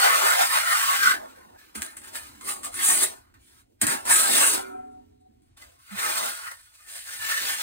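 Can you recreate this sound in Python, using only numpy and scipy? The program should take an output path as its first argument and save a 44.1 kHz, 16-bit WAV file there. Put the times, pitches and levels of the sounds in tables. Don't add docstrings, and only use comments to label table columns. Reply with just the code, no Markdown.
import sys
import numpy as np
from scipy import signal
from scipy.fft import rfft, irfft, next_fast_len
from scipy.io import wavfile
from scipy.ndimage import uniform_filter1d, map_coordinates

SR = 44100
rng = np.random.default_rng(int(sys.argv[2]) if len(sys.argv) > 2 else 0)


def dump_mix(stems):
    frames = np.atleast_2d(stems).T
    limited = np.clip(frames, -1, 1)
    pcm = np.round(limited * 32767).astype(np.int16)
    wavfile.write(sys.argv[1], SR, pcm)


N = 336042

# (frequency [Hz], level [dB])
ROOM_COLOUR = [(15, -39), (25, -11), (84, 0.5), (125, -8), (185, -32), (230, -30), (293, -20), (400, -27),
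               (516, -33), (754, -19.5), (887, -32), (2690, -34.5), (8830, -41.5), (14500, -52),
               (16000, -75)]
# (frequency [Hz], level [dB])
LOW_COLOUR = [(120, -30), (190, -3.5), (300, 3.5), (420, -8.5), (700, -40.5)]
# (time [s], rumble [dB], drone [dB])
BACKGROUND_LEVELS = [(0.0, -74.5, -56), (0.87, -65.5, -62.5), (1.68, -69.5, -69), (2.3, -63.5, -62),
                     (2.93, -65, -59), (3.82, -69.5, -76.5), (4.1, -65, -57.5), (4.3, -70, -59),
                     (4.42, -82, -60), (4.56, -62, -61), (5.41, -67.5, -67), (6.13, -67.5, -81),
                     (6.85, -74, -91), (7.32, -66, -65), (7.62, -66, -67.5)]
# (frequency [Hz], ring time [s])
ECHO_TIMES = [(200, 0.12), (2000, 0.13), (12000, 0.063)]
# (frequency [Hz], phase lead [radians])
LEFT_LEAD = [(0, 0), (210, -.1), (360, 2.3), (500, 3), (1000, 2.8), (2000, 1.6), (3000, 2.4), (4100, 1.8),
             (5300, 3.1), (8200, 6.2), (8900, 6.4), (11300, 9.3), (12300, 9.5), (14600, 12.5),
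             (16600, 12.6)]
# (frequency [Hz], likeness [0-1])
MIC_LIKENESS = [(30, .68), (70, .88), (140, .75), (200, .35), (280, .45), (360, .7), (450, 0.8), (560, .9),
                (820, 0.89), (1150, .7), (2000, 0.42), (4000, .6), (5400, 0.62), (7000, 0.51), (8600, 0.99),
                (10000, 0.66), (11800, 1), (13300, 0.85), (15000, 0.87)]
# (frequency [Hz], left minus right [dB])
MIC_BALANCE = [(100, 0), (140, 2.5), (210, -9.5), (330, -4), (500, 0)]
# (time [s], level [dB])
RUSTLE_LEVELS = [(4.85, -110), (4.92, -88), (5.04, -90), (5.08, -105), (5.12, -90), (5.21, -84),
                 (5.29, -89), (5.33, -110)]
# (frequency [Hz], level [dB])
RUSTLE_COLOUR = [(3300, -30), (3700, -3), (4100, 0), (4400, -25)]

# (frequency [Hz], level [dB], free ring time [s], phase [quarter turns])
HAWK_MODES = [(253, -17, 3, 2), (288, -17, 2.5, 2), (323, -23, 2, 2), (382, 6, .75, 1), (417, -12, 2.5, 1),
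              (481, -10, .6, 1), (575, -10, .5, 1), (682, -8, .7, 1), (725, -6, .9, 1), (744, 8, 1.7, 1),
              (936, -6, 1, 1), (1002, -10, .45, 1), (1047, -4, .45, 0), (1152, -10, .7, 1),
              (1217, -10, .4, 0), (1313, -4, .6, -1), (1348, -1, .7, -1), (1439, -3, .55, -1),
              (1561, -9, .6, 0), (2385, -13, .5, 0), (2762, -14, .25, -1)]
# (frequency [Hz], pulse rate [1/s], time of a pulse peak [s])
BEATING_PAIR = (744, 2.2, 4.87)
# (time [s], level [dB])
HAWK_RING_LEVELS = [(4.5, -60), (4.58, -40), (4.66, -38), (4.75, -36), (4.85, -37), (4.99, -37),
                    (5.07, -42), (5.3, -40), (5.4, -46), (5.55, -46), (5.8, -70.5)]
# (time [s], level [dB])
HAWK_DRIVE = [(0, -36.5), (1.7, -33.5), (1.75, -3), (3.7, -15.5), (3.8, -9), (4.45, -4), (4.55, -36),
              (7.62, -38)]
# (time [s], pitch [Hz], level [dB], length [s])
LOW_THUMPS = [(.04, 650, -31, .04), (.245, 740, -38, .03), (.345, 640, -40, .03), (.55, 600, -38, .05),
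              (1.103, 330, -39, .025), (1.105, 620, -41, .022), (1.13, 480, -48, .025),
              (1.27, 260, -56, .08), (1.759, 215, -40.5, .05), (1.769, 75.6, -46, 0.064),
              (3.822, 310, -28, .042), (3.822, 220, -31, .03), (3.826, 110, -34, .035),
              (3.872, 150, -37, .035), (5.28, 220, -60, .05), (5.91, 200, -36.5, 0.056),
              (5.933, 103.7, -50.5, 0.073)]
# (time [s], level [dB], thud offset [dB], crunch ring time [s])
LANDINGS = [(1.7523, -30, -8, .035), (1.82, -12, -34, .022), (1.827, -19, -30, .03),
            (1.848, -27, -25, .025), (1.863, -26, -24, .03), (1.969, -30.5, -25, .05),
            (2.017, -36, -25, .03), (2.077, -36, -25, .04), (2.137, -41, -25, .04),
            (2.4099, -31, -24.5, .05), (2.47, -28, -28, .04), (2.633, -28, -24, .05),
            (2.741, -25, -34, .05), (3.3409, -53.5, -10, .06), (3.815, -10, -24, .04),
            (3.836, -14, -24, .02), (3.868, -11, -26, .035), (4.053, -26, -30, .04), (5.421, -68, -30, .03),
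            (5.572, -45, -30, .05), (5.617, -42, -30, .04), (5.698, -52, -25, .04), (6.601, -47, -30, .04),
            (6.874, -40, -30, .04)]
# (frequency [Hz], level [dB])
CRUNCH_COLOUR = [(300, -30), (700, -4), (1600, 3), (3000, -2), (5500, -5), (8500, 5), (11000, 0),
                 (16000, -10)]

# (frequency [Hz], level [dB])
GRIT_COLOUR = [(500, -49.5), (1500, -3.5), (2500, 0.5), (4500, 0), (7000, -4), (10000, -5.5), (13000, -2.5),
               (16000, -8)]
# (frequency [Hz], level [dB])
BOOM_COLOUR = [(110, -27), (170, -10), (220, -3), (290, -3), (360, 3), (450, 0), (560, 2), (720, -24)]
# (frequency [Hz], level [dB])
SIZZLE_COLOUR = [(4000, -42.5), (6000, -13), (7500, -6.5), (8800, -2), (10500, -3.5), (12500, -10),
                 (16000, -19.5)]
# (frequency [Hz], level against the sizzle [dB])
EDGE_MODES = [(7693, 0), (7845, -4), (8387, 3), (8650, -4), (8780, -4), (9019, -2), (9290, -3), (9453, 0),
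              (9579, 0), (9690, -3), (9774, 2)]
# (frequency [Hz], width [Hz], level [dB])
UPPER_MODES = [(1111, 45, 6), (1267, 55, 4), (1409, 60, 0), (1563, 55, -2), (1769, 63, -1.5),
               (1972, 100, -5), (2104, 80, -7), (2500, 120, -9), (2950, 220, -10)]
# (time [s], gain [dB])
FIRST_MODE_GAIN = [(0, 3), (.06, -4), (.11, 5), (.22, 4), (.3, -3), (.52, 1), (.62, -4), (.8, -3), (.85, 6),
                   (.94, 4), (1.0, -4), (1.09, 3), (1.2, -1), (2.4, 1), (2.7, 1), (3.8, -4), (4.6, -2),
                   (6, 0), (7.62, -4)]
# (frequency [Hz], width [Hz], level [dB])
LOWER_MODES = [(553, 190, -5.5), (677, 95, 0), (812, 49, 0.5), (910, 47, 1), (984, 81, -5)]
# (time [s], gain of the lower modes [dB])
FLATNESS = [(0, 2), (.06, 4), (.13, -1), (.23, 4), (.4, 2), (.47, -2), (.57, 1), (.65, -5), (1.0, -6),
            (1.1, 0), (2.8, -3), (2.92, 2), (3.1, 0), (7.62, 0)]
# (time [s], grit [dB], sizzle [dB], blade [dB], singing pitch [Hz])
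LONG_STROKES = [
    [(0.0, -35, 2.5, 11, 1170), (0.052, -31, 1.5, 7, 1610), (0.116, -36, 2.5, 13, 1270),
     (0.19, -33.5, -1, 6, 1340), (0.302, -32.5, 3.5, 10, 1470), (0.37, -35, 0, 5.5, 1620),
     (0.42, -31, 0.5, 5, 1570), (0.482, -40, 5, 5.5, 1290), (0.56, -32.5, 1, 4, 1270),
     (0.642, -41, 0.5, 6, 1350), (0.7, -36, 5.5, 9, 1280), (0.84, -36, 0.5, 8, 1120),
     (0.978, -36, -1.5, 6, 1550), (1.02, -41, -0.5, 4, 1600)],
    [(0.99, -44, -1, 3.5, 1610), (1.03, -36, -1, 5, 1600), (1.075, -34, 0, 13, 1510),
     (1.12, -37, 0, 14, 1550), (1.198, -62.5, -4.5, 7.5, 1560), (1.5, -76, -2.5, 10.5, 1440),
     (1.62, -79, -2.5, 10, 1440)],
    [(2.742, -53.5, 16, 8.5, 1720), (2.806, -40.5, 7, 3, 1870), (2.85, -37.5, 19.5, 5, 1870),
     (2.92, -37, 18, 5, 1870), (2.96, -41, 18, 3, 1860), (3.002, -38.5, 12.5, -7, 1800),
     (3.036, -34.5, 14.5, -1, 1860), (3.096, -50, 7.5, -1, 1840), (3.18, -68.5, 9, 2.5, 1525),
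     (3.326, -88.5, -9.5, 15, 1364)],
    [(3.39, -81.5, 4.5, -3, 1510), (3.446, -70.5, 7, -7, 1690), (3.606, -70, 3, 3, 1550),
     (3.682, -95.5, 0, 2, 1307)],
    [(3.79, -90, 0, 0, 1880), (3.811, -64, 5, -2, 1860), (3.815, -41, 22.5, -1.5, 1810),
     (3.83, -37, 13.5, 6.5, 1810), (3.865, -47, 4.5, 8.5, 1740), (3.868, -39, 17, 2, 1650),
     (3.876, -38.5, 13, 7, 1750), (3.905, -38.5, 11, 10, 1800), (3.934, -38.5, 9, 7, 1740),
     (3.97, -46, 7, 6, 1700), (4.03, -64, 5.5, 2.5, 1770)],
    [(4.01, -63.5, 5.5, 3.5, 1780), (4.05, -58, 6, 2.5, 1770), (4.056, -47, 9, 3, 1750),
     (4.114, -31.5, 13, 4.5, 1740), (4.14, -34, 16, 10, 1650), (4.198, -32, 11, -0.5, 1556),
     (4.226, -38.5, 14.5, 6, 1690), (4.302, -35, 10, -1.5, 1450), (4.39, -29.5, 9.5, -1, 1600),
     (4.43, -32.5, 12.5, 4, 1530), (4.482, -35, 14.5, 2, 1600), (4.554, -37, 10.5, 0, 1590),
     (4.644, -60.5, 3, 7, 1350), (4.8, -85, 10, 16, 1374), (5.15, -104, 5, 18, 1370)],
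    [(5.79, -76, 1.5, 1.5, 1665), (5.93, -53.5, 3, 7, 1240), (5.99, -41, 2, 2, 1810),
     (6.04, -40, 5, 10, 1250), (6.08, -38, 0.5, 3, 1300), (6.14, -41, 4, 2.5, 1330),
     (6.19, -38, 3.5, 0.5, 1300), (6.29, -42, 4.5, 1.5, 1400), (6.4, -53, 6.5, 5, 1420),
     (6.49, -53, 5, 11.5, 1430), (6.58, -65, 6, 1.5, 1510), (6.76, -72, 7, -2.5, 1440)],
    [(6.74, -72, 5.5, -1, 1760), (6.81, -64, 6, 3, 1760), (6.86, -65, 8, 2, 1760), (6.89, -55, 8, 0, 1760),
     (6.96, -50, 7.5, -3, 1760), (7.05, -55, 5.5, 0, 1840), (7.09, -48, 5, 1, 1780),
     (7.15, -46, 5, -2, 1780), (7.19, -49.5, 5.5, -4.5, 1780), (7.26, -39.5, -6, 0.5, 1765),
     (7.32, -37.5, -3, 1, 1765), (7.37, -41, 0, 0, 1765), (7.49, -36.5, -3, -2, 1765),
     (7.55, -42.5, 5, 3, 1750), (7.62, -39.5, 0.5, -5.5, 1600)],
]
# (singing [dB], lower modes [dB], boom [dB], linger [fraction])
STROKE_POSES = [(-4, -4.5, -22, 0), (3, -10, -11, .6), (-6, -9, -4, .3), (-10, -11, -4, .5), (-3, 1, 0, 0),
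                (-2, -9, -7, .4), (-1, -3, -13, -.35), (3, -13, -20, .05)]
# (peak time [s], grit [dB], 20 dB rise [s], 20 dB fall [s], sizzle [dB],
# blade [dB], singing pitch [Hz], singing [dB])
SHORT_DABS = [(1.29, -63, .02, .08, 3, 3, 1300, -5), (1.36, -67, .01, .03, 5, 3, 1800, -3),
              (4.92, -86, .04, .06, 12, 0, 1400, -5), (5.21, -88, .03, .05, 8, 0, 1400, -5),
              (5.42, -84, .005, .2, 8, 0, 1400, -5), (1.59, -63, .03, 0.34, -10.5, 3, 1730, -5),
              (1.755, -47.5, .009, .08, 10.5, 8, 1550, -1), (1.812, -57, .012, .03, 12, 8, 1620, -3),
              (1.82, -50, .002, .12, 13, 7, 1630, -3), (1.88, -58, .04, .12, 4, 9, 1750, -3),
              (1.969, -57, .003, .08, 14.5, 4, 1310, 1), (2.048, -55, .04, .06, 9, 9, 1650, -3),
              (2.084, -53, .03, .06, 2.5, 3.5, 1614, 0), (2.157, -45, 0.034, .09, 8, 2, 1800, -4),
              (2.235, -57, .03, .3, 2.5, 3, 1680, -5), (2.411, -60, .002, .12, 8, 12, 1170, 7),
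              (2.49, -41, .055, .1, 12.5, 3.5, 1165, 8), (2.633, -54, .003, .05, 14, 3, 1165, 7),
              (2.648, -44.5, 0.024, .07, 12.5, 3, 1165, 8), (2.735, -57.5, .04, 0.06, 13, 5, 1380, -3),
              (3.341, -71.5, .003, 0.08, -15, 11.5, 1530, -3), (5.573, -63.5, .007, 0.38, 2, 2.5, 1390, -8),
              (5.623, -60, .03, .06, 2, 6, 2290, 3), (6.515, -50, .006, .02, 5, 9, 1400, 3)]
# (lower modes [dB], boom [dB], linger [fraction])
DAB_POSE = (-7.5, -6.5, 0.58)
# (grit [dB], sizzle [dB], blade [dB], singing pitch [Hz], singing [dB], lower modes [dB], boom [dB])
AT_REST = (-99, 0.5, 3.5, 1400, -3, 11, 24)


def amp(db):
    return 10 ** (np.asarray(db) / 20)


def unit(x):
    return x / np.sqrt(np.mean(x ** 2) + 1e-20)


def along(points, hz):
    point_hz, values = np.transpose(points)
    return np.interp(np.log(hz + 1), np.log(point_hz + 1), values)


def curves(rows):
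    times, *columns = np.transpose(rows)
    return [np.interp(np.arange(N) / SR, times, column) for column in columns]


def wobble(rate, at=None):
    times = np.arange(0, N / SR + .002, .001)
    at = np.arange(N) if at is None else at
    values = rng.standard_normal(int(N * rate / SR) + 4)
    return np.interp(at / SR, times, map_coordinates(values, [times * rate]))


def filtered(x, response):
    size = next_fast_len(N + SR)
    return irfft(rfft(x, size) * response(np.fft.rfftfreq(size, 1 / SR)), size)[..., :N]


def coloured(x, colour):
    return unit(filtered(x, lambda hz: amp(along(colour, hz))))


def resonance(hz, centre, width):
    return 1j * hz * width / (centre ** 2 - hz ** 2 + 1j * hz * width)


def background():
    rumble_db, drone_db = curves(BACKGROUND_LEVELS)
    rumble_gain = amp(rumble_db + 1.5 + 1.7 * wobble(5.8) + 2.42 * wobble(15))
    rumble = rumble_gain * coloured(rng.standard_normal((2, N)), ROOM_COLOUR)
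    drone = amp(drone_db - 2 + 3 * wobble(8)) * coloured(rng.standard_normal((2, N)), LOW_COLOUR)
    return rumble + drone


def room_echo(x):
    hz, t, spectrum = signal.stft(rng.standard_normal((2, SR // 2)), SR, nperseg=256)
    fade = amp(-60 * t / along(ECHO_TIMES, hz)[:, None])
    tail = signal.istft(spectrum * fade, SR, nperseg=256)[1]
    return signal.fftconvolve(x, tail / np.linalg.norm(tail[0]), axes=1)[:, :N]


def microphones(pair):
    def shares(hz):
        angle = np.arccos(np.clip(along(MIC_LIKENESS, hz), 0, 1)) / 2
        return np.array([np.cos(angle), np.sin(angle)])

    def balance_and_lead(hz):
        side = np.array([[.5], [-.5]])
        lead = np.interp(hz, *np.transpose(LEFT_LEAD))
        return amp(side * along(MIC_BALANCE, hz)) * np.exp(1j * side * lead)

    shared, scattered = filtered(pair, shares)
    return filtered(np.array([shared + scattered, shared - scattered]), balance_and_lead)


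def rustle():
    return amp(curves(RUSTLE_LEVELS)[0]) * coloured(rng.standard_normal((2, N)), RUSTLE_COLOUR)


def grains(spread_db):
    size = np.minimum(rng.exponential(size=N), 4)
    return unit(rng.standard_normal((2, N)) * amp(spread_db * size))


def hawk_ringing():
    span = np.arange(round(HAWK_RING_LEVELS[0][0] * SR), round(HAWK_RING_LEVELS[-1][0] * SR))
    freed_s = HAWK_RING_LEVELS[1][0]
    t = span / SR - freed_s
    pair_hz, beat_hz, loudest_s = BEATING_PAIR
    beat = np.cos(np.pi * beat_hz * (t + freed_s - loudest_s))
    phases = rng.uniform(0, 2 * np.pi, len(HAWK_MODES))
    out = np.zeros((2, N))
    for (hz, db, ring_s, quarter_turns), phase in zip(HAWK_MODES, phases):
        fading_db = db - 60 * np.maximum(t, 0) / ring_s
        waver_db = 2.5 * wobble(16, span) + 3 * wobble(45, span)
        tone = np.sin(2 * np.pi * hz * t + phase + [[0], [np.pi / 2 * quarter_turns]])
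        out[:, span] += (beat if hz == pair_hz else 1) * amp(fading_db + waver_db) * tone
    return amp(curves(HAWK_RING_LEVELS)[0]) * out


def hawk_scraped(force):
    def plate(hz):
        response = 0
        for centre, db, ring_s, _ in HAWK_MODES:
            damped_s = .3 * ring_s
            width = np.log(1000) / (np.pi * damped_s)
            response += amp(db) * resonance(hz, centre, width) / np.sqrt(width)
        return response

    shaking = force * amp(curves(HAWK_DRIVE)[0]) * grains(spread_db=3)
    return amp(31) * filtered(shaking, plate)


def low_thumps():
    out = np.zeros((2, N))
    for start_s, hz, db, length_s in LOW_THUMPS:
        t = np.arange(round(length_s * SR)) / SR
        first = round(start_s * SR)
        pulse = amp(db) * np.sin(np.pi * t / length_s)
        out[:, first:first + len(t)] += pulse * np.sin(2 * np.pi * hz * t + [[0], [np.pi / 2]])
    return out


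def edge_landings(thud_rise_s=.006, thud_ring_s=.1):
    t = np.arange(SR // 2) / SR
    force, thud_gain = np.zeros((2, N + SR))
    for start_s, db, thud_db, ring_s in LANDINGS:
        span = round(start_s * SR) + np.arange(len(t))
        force[span] += amp(db - 12 - 60 * t / ring_s)
        thud_gain[span] += (1 - np.exp(-t / thud_rise_s)) * amp(db + thud_db - 60 * t / thud_ring_s)
    crunch = force[:N] * amp(3) * coloured(grains(spread_db=4), CRUNCH_COLOUR)
    thud = thud_gain[:N] * coloured(grains(spread_db=2.5), LOW_COLOUR)
    return crunch + thud, force[:N]


def edge_sizzle(width_hz=25):
    def edge(hz):
        modes = sum(amp(db) * resonance(hz, centre, width_hz) for centre, db in EDGE_MODES)
        return amp(along(SIZZLE_COLOUR, hz)) * (1 + modes)

    return unit(filtered(grains(spread_db=3), edge))


def wandering_modes(hz, frames, modes, first_db, fill_hz, fill_width_hz, fill_db):
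    shape = amp(fill_db) * resonance(hz, fill_hz, fill_width_hz) ** 2
    for k, (centre, width, db) in enumerate(modes):
        boost_db = 3 * wobble(7, frames) if k else first_db
        shifted_hz = centre * (1 + .012 * wobble(5, frames))
        shape = shape + amp(db + boost_db) * abs(resonance(hz, shifted_hz, width)) ** 2
    return shape / np.sqrt(np.mean(abs(shape) ** 2, axis=0))


def blade_drone(pitch_hz, singing_db, lower_db):
    hz, t, spectrum = signal.stft(grains(spread_db=3.5), SR, nperseg=1024)
    hz = hz[:, None]
    frames = np.minimum((t * SR).astype(int), N - 1)
    singing = abs(resonance(hz, pitch_hz[frames], width=65)) ** 2
    upper = wandering_modes(hz, frames, UPPER_MODES, first_db=curves(FIRST_MODE_GAIN)[0][frames],
                            fill_hz=1500, fill_width_hz=1500, fill_db=-9)
    lower = wandering_modes(hz, frames, LOWER_MODES, first_db=3.5 * wobble(7)[frames],
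                            fill_hz=780, fill_width_hz=600, fill_db=-12)
    shape = upper + amp(singing_db[frames] + 18.5) * singing + amp(lower_db[frames] + 7) * lower
    return signal.istft(spectrum * shape, SR, nperseg=1024)[1][:, :N]


def steel_shimmer(x, depth_db=3.5, width_bins=2, life_frames=7):
    spectrum = signal.stft(x, nperseg=1024)[2]
    flares = uniform_filter1d(rng.standard_normal(spectrum.shape[1:]), width_bins, axis=0)
    flares = uniform_filter1d(flares, life_frames, axis=1)
    gain = unit(amp(depth_db * unit(flares)))
    return signal.istft(spectrum * gain, nperseg=1024)[1][:, :N]


def contact(grit_db, sizzle_db, blade_db, pitch_hz, singing_db, lower_db, boom_db, linger):
    held_db = linger * (grit_db.max() - grit_db)
    return np.array(np.broadcast_arrays(grit_db, sizzle_db, blade_db, pitch_hz, singing_db,
                                        lower_db + held_db, boom_db + held_db))


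def trowel_controls(silent_db=-150):
    t = np.arange(0, N / SR, .001)
    contacts = [np.outer(AT_REST, np.ones(len(t)))]
    for stroke, pose in zip(LONG_STROKES, STROKE_POSES):
        times, levels, *columns = np.transpose(stroke)
        grit_db = np.interp(t, times, levels, left=silent_db, right=silent_db)
        colour = [np.interp(t, times, column) for column in columns]
        contacts.append(contact(grit_db, *colour, *pose))
    for peak_s, db, rise_s, fall_s, *colour in SHORT_DABS:
        grit_db = db - 20 * np.maximum((peak_s - t) / rise_s, (t - peak_s) / fall_s)
        contacts.append(contact(np.maximum(grit_db, silent_db), *colour, *DAB_POSE))
    contacts = np.array(contacts)
    power = amp(2 * contacts[:, :1])
    blend = (power * contacts).sum(0) / power.sum(0)
    blend[0] = 10 * np.log10(power.sum(0)[0])
    return curves(np.vstack([t, blend]).T)


def trowel_strokes():
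    grit_db, sizzle_db, blade_db, pitch_hz, singing_db, lower_db, boom_db = trowel_controls()
    drag = amp(grit_db + .77 * wobble(40) + .7 * wobble(150))
    grit = amp(9.5) * coloured(grains(spread_db=1.5), GRIT_COLOUR)
    sizzle = amp(sizzle_db + 1.5) * edge_sizzle()
    lower_db = lower_db + curves(FLATNESS)[0] + 2 * wobble(14)
    blade_gain = amp(blade_db + 2.5 + 1.5 * wobble(30))
    blade = blade_gain * blade_drone(pitch_hz, singing_db + 1.9 * wobble(16), lower_db - blade_db)
    boom = amp(boom_db + 1 + 3.1 * wobble(15)) * coloured(grains(spread_db=2.5), BOOM_COLOUR)
    return drag * steel_shimmer(grit + sizzle + blade + boom), drag * amp(lower_db)


def scene():
    rubbing, rub_force = trowel_strokes()
    knocks, knock_force = edge_landings()
    trowel = rubbing + knocks + low_thumps()
    hawk = hawk_scraped(rub_force + amp(-11) * knock_force) + hawk_ringing()
    echo = amp(-13) * room_echo(trowel + hawk)
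    return microphones(trowel + hawk + echo + background() + rustle())


def record(dry, top_hz=15790, slope_width_hz=20):
    return filtered(dry, lambda hz: (1 - np.tanh((hz - top_hz) / slope_width_hz / 2)) / 2)


dry = scene()
out = record(dry)
dump_mix(out)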